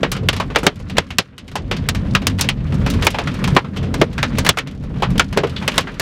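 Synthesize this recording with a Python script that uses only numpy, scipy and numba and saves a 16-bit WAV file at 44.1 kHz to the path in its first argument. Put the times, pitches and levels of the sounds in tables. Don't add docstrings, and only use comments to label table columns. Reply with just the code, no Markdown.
import sys
import numpy as np
from scipy import signal
from scipy.fft import rfft, irfft
from scipy.io import wavfile
from scipy.ndimage import uniform_filter1d
from numba import njit

SR = 44100
rng = np.random.default_rng(int(sys.argv[2]) if len(sys.argv) > 2 else 0)


def gain_from_db(level_db):
    decades = np.asarray(level_db, float) / 20
    return 10 ** decades


def digitize_waveform(pressure):
    field = np.atleast_2d(pressure).T
    bounded = np.clip(field, -1, 1)
    quanta = np.round(bounded * 32767).astype(np.int16)
    wavfile.write(sys.argv[1], SR, quanta)


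N = 265041

# time in seconds, gust level in dB, rainfall level in dB,
# deep buffeting in dB against the gust.
STORM = [(0.0, -22, -42.5, -12), (0.3, -19.5, -41, -3), (0.6, -20.5, -37, -2), (1.0, -18, -35, -7.5),
         (1.4, -23, -42.5, -8), (1.8, -16, -40.5, -4.5), (2.2, -13.5, -34.5, -6.5), (2.55, -16.5, -39, -5),
         (2.95, -10.5, -31, -7), (3.25, -15.5, -29, -7), (3.5, -12.5, -30, -9.5),
         (3.95, -10.5, -34.5, -8.5), (4.4, -14, -31.5, -7.5), (4.8, -19, -45, -3), (5.15, -14, -34.5, -1.5),
         (5.5, -18, -35, -12), (5.75, -17.5, -26.5, -10), (6.01, -21.5, -35, -9)]
# frequency in Hz, width in Hz, level in dB.
CABIN_MODES = [(87.9, 29.2, -3), (138.2, 34.7, -3), (187.8, 42.7, -3.5), (250, 52, -8.0), (391, 260, -15.5)]
# frequency in Hz, width in Hz, level in dB.
DEEP_MODES = [(32.6, 19, -3.5), (51.2, 30, -5)]
# centre in Hz, hits per second, tail in seconds, level in dB.
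DROPS = [
    (710, 59, 0.0049, -1),
    (1480, 94, .009, 2),
    (3200, 71, 0.012, 1.5),
    (6300, 52, 0.003, 2),
    (12400, 86, 0.0087, -1.5),
]
# frequency in Hz, level in dB per Hz.
RAIN_COLOUR = [(180, -48), (300, 0.5), (603, -2.5), (686, -17), (1030, -6.5), (2140, -12), (3710, -17.5),
               (14500, -43.5)]

# time in seconds, gain pulled down in dB,
# thump of the cabin in dB.
OVERLOADS = [(0.029, 4.5, -9.5), (0.2867, 5, -31), (0.5591, 4.5, -29), (0.6643, 12.5, -13.5),
             (0.9825, 12, -15.5), (1.1844, 12, -12.5), (1.8881, 2.5, -30), (2.15, 5, -21), (2.2687, 3, -28),
             (2.4882, 4.5, -33), (3.0674, 10, -31), (3.564, 15.5, -20), (4.0138, 9, -20), (4.4902, 15, -17),
             (5.1956, 10, -25), (5.373, 2, -26), (5.7793, 7.5, -24)]
# time in seconds, crack in dB near 3 kHz, thud in dB below 1 kHz,
# snap in dB above 6 kHz, ring length as a share.
ROOF = [(0.030, -9.5, -8.5, -30, 0.99), (0.3291, -17.5, -24.5, -28, 1.15), (0.5586, -5, -5, -19.5, 0.72),
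        (0.585, -24.5, -21, -28, 1.1), (0.631, -27, -13.5, -29, 1.9), (0.6662, -2, 0.5, -11, 0.59),
        (0.9684, -13.5, -25.5, -31, 1.15), (0.9824, -2, -2.5, -12.5, 0.45), (1.712, -13, -18.5, -29, 1.24),
        (1.8877, -7.5, -17.5, -8.5, 0.63), (1.948, -22.5, -25.5, -30.5, 1.37), (2.2688, -8, -19, -8, 0.69),
        (2.8626, -17, -17, -29.5, 1.37), (3.023, -16.5, -22, -28, 2.1), (3.4406, -12.5, -28, -23.5, 0.87),
        (3.7618, -25, -22, -41, 1.05), (3.9408, -18, -14, -22, 0.82), (4.0136, -5.5, 2, -20, 0.55),
        (4.3842, -14, -17, -14, 0.98), (4.448, -20.5, -19, -24, 1.6), (4.5856, -12, -21, -21, 0.76),
        (5.1794, -13, -43, -19, 0.51), (5.373, -11, -6, -21.5, 1), (5.4331, -18, -7.5, -33.5, 0.88)]
# time in seconds, crack in dB, thud in dB, snap in dB, panel note in Hz.
PANELS = [(0.1166, -17, -25, -15.5, 1240), (0.149, -26.5, -32, -48, 1270), (0.3637, -22, -33, -29, 1020),
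          (0.3995, -14.5, -13.5, -28.5, 1030), (1.5549, -17.5, -19.5, -25, 880),
          (2.15, -3, -15.5, -19, 1200), (2.9004, -21, -40, -20, 800), (3.143, -19.5, -16, -38.5, 820),
          (3.1856, -15, -15, -29.5, 760), (3.2721, -18, -29, -35.5, 1360), (3.476, -20, -21.5, -26, 1030),
          (3.564, -2, -0.5, -23.5, 960), (3.644, -33, -29, -52, 1260), (4.1794, -18, -23.5, -33, 1600),
          (4.2283, -8.5, -12.5, -22, 1400), (4.464, -11, -13.5, -18, 1670), (4.5718, -16, -16.5, -27, 1330),
          (5.022, -16, -15.5, -30.5, 840), (5.0301, -14.5, -14, -34, 1110), (5.1952, -3, -8, -15, 1480),
          (5.3268, -25, -27, -33.5, 1610), (5.6227, -23.5, -25, -41, 800), (5.7794, -5, -7, -10.5, 1060),
          (5.8703, -25.5, -27, -48, 1580)]
# time in seconds, crack in dB, thud in
# dB, snap in dB.
GRAUPEL = [(0.1648, -24, -27.5, -36), (0.5, -26, -24, -50), (0.548, -20, -23, -41),
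           (0.7572, -40.5, -52, -43), (0.799, -40, -32.5, -44), (0.8969, -25, -29.5, -36),
           (1.088, -51, -53, -55), (1.325, -47.5, -45.5, -81), (1.515, -35.5, -35, -42),
           (1.8205, -41, -34, -58), (2.0487, -45, -42, -56), (2.218, -27.5, -24, -41),
           (2.7028, -41, -45, -51), (2.722, -28.5, -28, -42), (2.742, -35, -30, -36),
           (2.809, -30.5, -23.5, -51), (2.937, -26, -50, -33), (3.047, -31, -21, -19),
           (3.104, -26, -40, -25), (3.3421, -34, -26, -34.5), (3.548, -28, -46, -31),
           (3.8285, -30.5, -34, -43), (4.129, -34, -50, -40), (4.351, -30, -32, -45),
           (4.372, -20, -50, -41), (4.6724, -28.5, -40, -39.5), (4.837, -41, -29.5, -45.5),
           (5.1035, -34, -31, -35), (5.154, -30, -24.5, -47),
           (0.185, -48, -31, -66), (0.2226, -57, -22.5, -59), (0.949, -35, -29, -62), (2.01, -38, -39, -57),
         (2.298, -26, -34, -38), (2.386, -22, -30, -33), (2.441, -21, -30, -33), (2.6025, -39, -45, -66),
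         (2.665, -41, -46, -51), (2.777, -40, -26.5, -57), (3.839, -31.5, -32, -47), (3.979, -42, -25, -46),
         (4.6583, -36, -37, -73), (4.711, -39, -54, -46), (4.748, -46.5, -49, -52), (4.826, -50, -39, -53),
         (4.8976, -44, -27.5, -64), (4.9404, -39, -40, -59), (4.9568, -34, -31, -58),
         (4.999, -38, -31, -50.5), (5.362, -28, -16, -44), (5.756, -34, -37, -32.5), (5.806, -22, -49, -30),
         (5.92, -44, -48, -53), (5.9419, -35, -50, -48)]
# time in seconds, crack in dB, thud in dB, snap in dB, pane note in Hz.
GLASS = [(0.2871, -6, -13, -14.5, 3200), (1.1044, -24, -30, -36, 2600), (1.1842, -5, -8, -9, 3900),
         (1.3798, -29, -42, -34.5, 3200), (1.479, -34.5, -44, -39.5, 2540), (1.7655, -24.5, -36, -36, 4500),
         (1.851, -33, -54, -70, 1600), (2.392, -18.5, -24, -26, 1900), (2.4102, -11, -24, -7, 5130),
         (2.4884, -8, -21.5, -17, 2400), (3.0678, -3, -2.5, -11, 2160), (3.7705, -24, -45, -34, 3200),
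         (4.4903, 0, -3.5, -0.5, 3200), (5.47, -30, -27, -40, 3200), (5.495, -32, -45, -38, 4030),
         (5.562, -18.5, -45, -42, 3900), (5.678, -7.5, -12.5, -14.5, 2330), (5.7177, -25, -42, -38, 2520),
         (5.741, -29, -41, -36, 3200), (5.9964, -13.5, -15, -14, 1960)]
# frequency in Hz, time to fall 60 dB in seconds.
RING_T60 = [(300, 0.14), (800, 0.11), (2100, 0.11), (5500, 0.1), (14000, 0.037)]
# frequency in Hz, level in dB.
SPOT_COLOUR = [(400, -10.5), (3000, 7.5), (10000, 11)]

RAIN_TOP_HZ = 14200
MIC_LOW_HZ, MIC_TOP_HZ = 35.6, 16000
DUCK_ATTACK_S, DUCK_RELEASE_S = 0.01, 0.38
THUMP_S = 0.016
SPRAY_DB, SPRAY_S = -28, 0.035

THUD_HZ, CRACK_HZ, SNAP_HZ = 415, 2980, 9600
THUD_DB, CRACK_DB, SNAP_DB = -3.5, -2.5, -8
BELOW_DB, ABOVE_DB = -9, -4.5
MODE_SCATTER_DB = 3.0
RISE_MS, RISE_PER_DB = 0.33, 0.1133
SPOT_SHARE, SPOT_PER_DB, SPOT_PER_DULL_DB = 0.26, 0.86, 0.22
NOTE_DB, NOTE_PER_DB, NOTE_OCTAVES = 5, 0.2531, 0.34
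ROOF_NOTE_HZ = 440
ROOF_NOTE, PANEL_NOTE, GLASS_NOTE = 0.79, 1.05, 0.87
SHARE_LOUD, SHARE_PER_DB, SHARE_FAINT_DB, SHARE_PER_DULL_DB = 0.6, 0.03, -17.5, 0.01
PANEL_LONGER, GLASS_SHORTER = 0.047, 0.057


def unit(x):
    return x / np.sqrt(np.mean(x ** 2))


def along(hz, points):
    points = np.asarray(points, float)
    return np.interp(np.log(hz), np.log(points[:, 0]), points[:, 1])


def band(x, hz, width):
    return signal.lfilter(*signal.iirpeak(hz, hz / width, fs=SR), x)


def walk(rate):
    k = int(SR / rate)
    held = np.repeat(rng.standard_normal(N // 100), k)[:N + k]
    slewed = uniform_filter1d(uniform_filter1d(held, k), k)
    return slewed[:N] * np.sqrt(2)


def boom(modes, flutter_db, shared_db):
    out = 0
    for hz, width, db in modes:
        once = band(rng.standard_normal(N), hz, 1.29 * width)
        mode = band(once, hz, 1.29 * width)
        out = out + gain_from_db(db + flutter_db * walk(14.0)) * unit(mode)
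    return unit(out * gain_from_db(shared_db * walk(21.86)))


def patter(spread_db=4.5, hiss_db=-2.5, octaves=1.0):
    hz = np.maximum(np.fft.rfftfreq(N, 1 / SR), 1)
    source = gain_from_db(hiss_db) * rfft(rng.standard_normal(N))
    for centre_hz, rate, tail_s, db in DROPS:
        sizes = np.minimum(rng.exponential(size=N), 3)
        ticks = (rng.random(N) < rate / SR) * gain_from_db(spread_db * sizes)
        power = signal.lfilter([1], [1, -np.exp(-1 / tail_s / SR)], ticks ** 2)
        drops = unit(np.sqrt(power) * rng.standard_normal(N))
        surface = np.exp(-(np.log2(hz / centre_hz) / octaves) ** 2)
        source = source + gain_from_db(db) * rfft(drops) * surface
    colour = gain_from_db(along(hz, RAIN_COLOUR)) * (hz < RAIN_TOP_HZ)
    return unit(irfft(source * colour, N))


def ring_share(crack_db, thud_db):
    return SHARE_LOUD - SHARE_PER_DB * max(crack_db, thud_db, SHARE_FAINT_DB)


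def hail():
    rows = [(*row, ROOF_NOTE_HZ, ROOF_NOTE, share) for *row, share in ROOF]
    for s, crack, thud, snap, note_hz in PANELS:
        rows.append((s, crack, thud, snap, note_hz, PANEL_NOTE, ring_share(crack, thud) + PANEL_LONGER))
    for s, crack, thud, snap, note_hz in GLASS:
        rows.append((s, crack, thud, snap, note_hz, GLASS_NOTE, ring_share(crack, thud) - GLASS_SHORTER))
    for s, crack, thud, snap in GRAUPEL:
        rows.append((s, crack, thud, snap, ROOF_NOTE_HZ, ROOF_NOTE, ring_share(crack, thud)))
    return rows


@njit
def ring(start, poles, size):
    out = np.zeros(6000)
    for k in range(len(poles)):
        z = start[k]
        for i in range(size):
            out[i] += z.imag
            z *= poles[k]
    return out


def stones():
    table = hail()
    edges = 150 + 15850 * np.linspace(0, 1, 361) ** 1.5
    gap = np.diff(edges)
    t = np.arange(6000) / SR
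    out = np.zeros(N + len(t))
    places = rng.random((len(table), len(gap)))
    weights = np.sqrt(2) * np.exp(2j * np.pi * rng.random((len(table), 2, len(gap))))
    scatter_db = MODE_SCATTER_DB * rng.standard_normal(weights.shape) - MODE_SCATTER_DB / 6
    weights = weights * gain_from_db(scatter_db)
    for row, place, (far, near) in zip(table, places, weights):
        s, crack_db, thud_db, snap_db, note_hz, note, share = row
        hz = edges[:-1] + place * gap
        loud_db = max(crack_db, thud_db)
        dull_db = np.clip(loud_db - snap_db - 8, 0, 25)
        share = share + SHARE_PER_DULL_DB * (dull_db - 7.5)
        rise_s = RISE_MS / 1000 * np.exp(RISE_PER_DB * dull_db)

        thud_db, crack_db, snap_db = thud_db + THUD_DB, crack_db + CRACK_DB, snap_db + SNAP_DB
        colour = [(150, thud_db + BELOW_DB - 29), (THUD_HZ, thud_db - 29), (CRACK_HZ, crack_db - 35.5),
                  (SNAP_HZ, snap_db - 39), (16000, snap_db + ABOVE_DB - 39)]
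        near_note = np.exp(-(np.log2(hz / note_hz) / NOTE_OCTAVES) ** 2)
        note_db = note * (NOTE_DB + NOTE_PER_DB * dull_db) * near_note
        gain = gain_from_db(along(hz, colour) + note_db) * np.sqrt(gap)
        gain = gain * (hz < RAIN_TOP_HZ + 60 * (snap_db + 55))

        turn = 2j * np.pi * hz / SR
        loss = np.log(1000) / (along(hz, RING_T60) * np.clip(share, 0.3, 2.5) * SR)
        cabin = ring(gain * far, np.exp(turn - loss), size=5500)
        spot_db = along(hz, SPOT_COLOUR) + SPOT_PER_DB * loud_db - SPOT_PER_DULL_DB * (dull_db - 4.5)
        spot = ring(gain * gain_from_db(spot_db) * near, np.exp(turn - loss / SPOT_SHARE), size=1200)
        i = int(s * SR)
        out[i:i + len(t)] += (cabin + spot) * (1 - np.exp(-(t / rise_s) ** 2))
    return out[:N]


def fading(events, tail_s):
    t = np.arange(N) / SR
    power = np.zeros(N)
    for s, db in events:
        i = int(s * SR)
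        power[i:i + SR] += gain_from_db(2 * db) * np.exp(-2 * t[:min(SR, N - i)] / tail_s)
    return np.sqrt(power)


def ducking():
    t, out = np.arange(N) / SR, np.zeros(N)
    for s, pull_db, _ in OVERLOADS:
        since = np.maximum(t - s, 0)
        out -= pull_db * (1 - np.exp(-since / DUCK_ATTACK_S)) * np.exp(-since / DUCK_RELEASE_S)
    return out


def scene():
    s, *columns = np.transpose(STORM)
    gust_db, rain_db, deep_db = (np.interp(np.arange(N) / SR, s, c) for c in columns)
    duck_db = ducking()
    gust, rain = gain_from_db(gust_db + duck_db), gain_from_db(rain_db + duck_db)
    thump = fading([(s, db) for s, _, db in OVERLOADS], THUMP_S)
    spray = fading([(s, crack_db + SPRAY_DB) for s, crack_db, *_ in hail()], SPRAY_S)
    wind = np.hypot(gust, thump) * boom(CABIN_MODES, flutter_db=1.88, shared_db=1.77)
    buffeting = gust * gain_from_db(deep_db) * boom(DEEP_MODES, flutter_db=0.6, shared_db=1.7)
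    drops = np.hypot(rain, spray) * patter()
    return (wind + buffeting + drops + stones())[None]


def band_limit(x):
    return signal.sosfilt(signal.butter(12, 16300, fs=SR, output="sos"), x)


def record(dry):
    low_cut = signal.butter(3, MIC_LOW_HZ, "high", fs=SR, output="sos")
    top_cut = signal.ellip(8, 0.2, 60, MIC_TOP_HZ, fs=SR, output="sos")
    heard = signal.sosfilt(top_cut, signal.sosfilt(low_cut, dry))
    mix = np.clip(heard, -1, 1)
    return band_limit(mix)


dry = scene()
out = record(dry)
digitize_waveform(out)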